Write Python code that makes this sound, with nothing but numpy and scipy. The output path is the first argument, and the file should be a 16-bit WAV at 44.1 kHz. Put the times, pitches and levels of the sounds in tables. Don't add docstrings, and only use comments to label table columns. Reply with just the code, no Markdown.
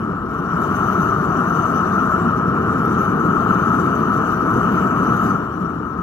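import sys
import numpy as np
from scipy import signal
from scipy.fft import rfft, irfft, next_fast_len
from scipy.io import wavfile
from scipy.ndimage import uniform_filter1d, map_coordinates

SR = 44100
rng = np.random.default_rng(int(sys.argv[2]) if len(sys.argv) > 2 else 0)


def dump_mix(stems):
    frames = np.atleast_2d(stems).T
    limited = np.clip(frames, -1, 1)
    pcm = np.round(limited * 32767).astype(np.int16)
    wavfile.write(sys.argv[1], SR, pcm)


def voltage_ratio(decibels):
    exponent = np.asarray(decibels, float) / 20
    return 10 ** exponent


N = 265526

# t/s, howl level/dB before a small trim, rumble over howl/dB before a small trim
FLAME_LEVELS = [(0.05, -28, 1), (0.3, -29, 1.5), (0.5, -23.5, 0.5), (0.8, -21, -1), (2.1, -20.5, -1),
                (2.45, -23.5, 1), (2.85, -22.5, 4), (3.2, -22, 2.5), (3.5, -19.5, -1), (3.85, -21.5, 2.5),
                (4.05, -22, 0.7), (4.6, -21.5, 1), (5.25, -21, 0.5), (5.5, -27.5, 1.5), (5.95, -28.5, 1)]
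# t/s, at the howl/dB, at the rush/dB
HAND_TURN = [(0.05, 6, 2.5), (1.61, 7.5, 5.5), (2.71, 4.5, 0.0), (3.43, 9, 5), (3.52, 7.0, 3), (5.09, 6, 0),
             (5.34, 6.0, 9), (5.49, 7.5, 3), (5.69, 9.5, 9.0), (5.95, 10.5, 7)]


def unit(x):
    return x / np.sqrt(np.mean(np.abs(x) ** 2) + 1e-20)


def swing(x):
    return x - x.mean()


def along(points, hz):
    f, *columns = np.transpose(points)
    return [np.interp(np.log(hz + 1), np.log(f + 1), column) for column in columns]


def curves(rows):
    t, *columns = np.transpose(rows)
    return [np.interp(np.arange(N) / SR, t, column) for column in columns]


def wobble(rate):
    knots = rng.standard_normal(N // 100)
    return map_coordinates(knots, [np.arange(N) * rate / SR])


def filtered(x, response):
    size = next_fast_len(N + 8192)
    spectrum = rfft(x, size) * response(np.fft.rfftfreq(size, 1 / SR))
    return irfft(spectrum, size)[..., :N]


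def turbulence(spectrum, patchy_db):
    cells = signal.stft(rng.standard_normal((2, N)), nperseg=512)[2]
    patches = uniform_filter1d(rng.standard_normal(cells.shape[1:]), size=6, axis=0)
    patches = uniform_filter1d(patches, size=8, axis=1)
    pair = signal.istft(cells * voltage_ratio(patchy_db * unit(patches)), nperseg=512)[1][:, :N]
    return filtered(pair, lambda hz: voltage_ratio(along(spectrum, hz)[0]))


def at_ports(pair, turn_db=0):
    # f/Hz, gain/dB, likeness (0-1), lag/radians
    port_difference = [(30, -1.5, 1, 1.5), (90, 0, 0.96, 0.04), (244, -1.14, 1, 0.5),
                       (483, -2.5, 0.95, 0.95), (625, -7.5, 0.93, 1.02), (1290, -6.5, .98, 0.86),
                       (1810, -1, 0.8, 1.63), (1990, -4.5, 0, -1), (2374, 0.5, 0.45, 3),
                       (3040, -7.5, 0.46, 4.3), (3900, -9.5, 0.6, 4), (5060, -14, 0, 6), (5300, -17, .3, 4),
                       (6000, -18, 0.6, 1.5), (6940, -29, 0.6, 1), (7860, -18, 0.1, 5),
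                       (8300, -15.5, .05, 23), (9200, -29, .05, 7), (12000, -34, .05, 14),
                       (15600, -11, 0.2, 5)]

    def right_response(hz):
        gain_db, alike, lag = along(port_difference, hz)
        alike = np.clip(alike, 0, 1)
        same_path = alike * np.exp(-1j * lag)
        other_paths = np.sqrt(1 - alike ** 2)
        return voltage_ratio(gain_db) * np.array([same_path, other_paths])

    right = voltage_ratio(turn_db) * filtered(pair, right_response).sum(axis=0)
    both = np.array([pair[0], right])
    return both / np.sqrt(np.mean(both.mean(axis=0) ** 2))


def flame():
    # f/Hz, density/dB per Hz (relative)
    rumble_colour = [(41, -53), (70, -16.5), (108, -7.5), (145, -5), (179, 0), (254, -4.5), (362, -6.5),
                     (466, -11), (518, -19), (560, -17.5), (730, -46), (1230, -120)]
    # f/Hz, density/dB per Hz (relative)
    howl_colour = [(450, -40), (560, -17), (625, -13.5), (760, -16.5), (900, -16.5), (1050, -11),
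                   (1200, -5), (1310, -0.5), (1420, -8.5), (1620, -22.5), (1780, -25.5), (2000, -39),
                   (2400, -63.5), (3500, -120)]
    howl_db, over_db = curves(FLAME_LEVELS)
    turn_db = -swing(curves(HAND_TURN)[0])

    rumble_gain = voltage_ratio(howl_db + over_db + 0.6 + 0.43 * wobble(19))
    rumble = rumble_gain * at_ports(turbulence(rumble_colour, patchy_db=-1.0))
    howl_gain = voltage_ratio(howl_db + 0.37 + 0.37 * wobble(18))
    howl = howl_gain * at_ports(turbulence(howl_colour, patchy_db=0.2), turn_db)

    def ground_echo(hz):
        return voltage_ratio(-9 * np.exp(-((hz - 575) / 22) ** 2))

    return filtered(rumble + howl, ground_echo)


def jet():
    # t/s, treble level/dB before each part's offset, low whistle f/Hz, low whistle over treble/dB
    jet_levels = [(0.05, -68.5, 5700, 3), (0.15, -69.5, 5670, -4), (0.56, -62.5, 5780, 2.5),
                  (0.61, -59, 6040, -2), (0.98, -57, 6020, 2.5), (1.18, -61, 5910, 4.5),
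                  (1.73, -57.5, 6030, 4), (2.5, -64, 5770, 1.5), (2.81, -60.5, 5730, -2),
                  (3.02, -57, 6230, 3), (3.16, -64, 6010, 0), (3.45, -57.5, 6220, -1.5),
                  (4.21, -59, 5920, 1.5), (4.78, -57.5, 6170, -2.5), (4.9, -61, 6030, 4),
                  (5.28, -55.5, 6120, 1), (5.39, -66, 5790, 3.5), (5.95, -72, 5870, 0)]
    # f/Hz, density/dB per Hz (relative)
    rush_colour = [(1500, -45), (1850, -8), (2060, -11), (2310, -5), (2600, -6.5), (2960, -1),
                   (3400, -16.5), (3700, -12), (4050, -16), (4550, -15), (5250, -23), (5700, -60),
                   (6500, -120)]
    # f/Hz, density/dB per Hz (relative)
    hiss_colour = [(4400, -43), (5350, -3), (5900, 4.5), (6700, 1.5), (7400, 5.5), (8300, -7), (9300, 0),
                   (10200, -5), (11500, -2.5), (14000, -3.5), (15700, -2.5), (16500, -34)]
    treble_db, low_hz, low_over_db = curves(jet_levels)
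    surge_db, burn_db = swing(treble_db), swing(curves(FLAME_LEVELS)[0])
    turn_db, rush_turn_db = (-swing(lead_db) for lead_db in curves(HAND_TURN))
    right_misses = 0.6
    hiss_turn_db = 1.3 * turn_db - right_misses * (surge_db - burn_db)
    flicker = 0.84 * wobble(13) + 0.67 * wobble(35) + 1.46 * wobble(70)

    rush_db = -51.5 + 0.46 * surge_db + 0.42 * burn_db
    rush = voltage_ratio(rush_db + 0.32 * flicker) * at_ports(turbulence(rush_colour, patchy_db=1.9), rush_turn_db)
    hiss_gain = voltage_ratio(treble_db + 3.5 + 0.81 * flicker)
    hiss = hiss_gain * at_ports(turbulence(hiss_colour, patchy_db=3.0), hiss_turn_db)

    low_gain = voltage_ratio(treble_db + low_over_db + 0.71 * flicker + 1.95 * wobble(30))
    low = low_gain * whistle(low_hz, width_hz=370, turn_db=hiss_turn_db)
    high_gain = voltage_ratio(treble_db - 7 + 1.0 * flicker + 3.6 * wobble(16))
    high_hz = 1.95 * low_hz
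    high = high_gain * whistle(high_hz, width_hz=920, turn_db=hiss_turn_db)
    return rush + hiss + low + high


def whistle(pitch_hz, width_hz, turn_db):
    def band(hz):
        return 1 / (1 + (2 * hz / width_hz) ** 2) ** 1.1

    breath = filtered(rng.standard_normal((2, 2, N)), band)
    trembling_hz = pitch_hz * (1 + 0.013 * wobble(22))
    phase = 2 * np.pi * np.cumsum(trembling_hz) / SR
    return at_ports(breath[0] * np.cos(phase) + breath[1] * np.sin(phase), turn_db)


def drone():
    # f/Hz, density/dB per Hz (relative)
    drone_colour = [(12, -49), (22, -21), (45, 6), (75, 11.5), (110, 7), (160, -36), (400, -120)]
    return voltage_ratio(-38.0 + 0.45 * wobble(1.4)) * at_ports(turbulence(drone_colour, patchy_db=1.2))


def scene():
    return flame() + jet() + drone()


def low_pass(x):
    return signal.sosfilt(signal.butter(12, 15730, fs=SR, output="sos"), x)


def record(dry):
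    def notch(hz):
        return voltage_ratio(-36 * np.exp(-((hz - 8310) / 350) ** 2))

    left = filtered(dry[0], notch)
    both = np.array([left, dry[1]])
    return low_pass(both)


dry = scene()
out = record(dry)
dump_mix(out)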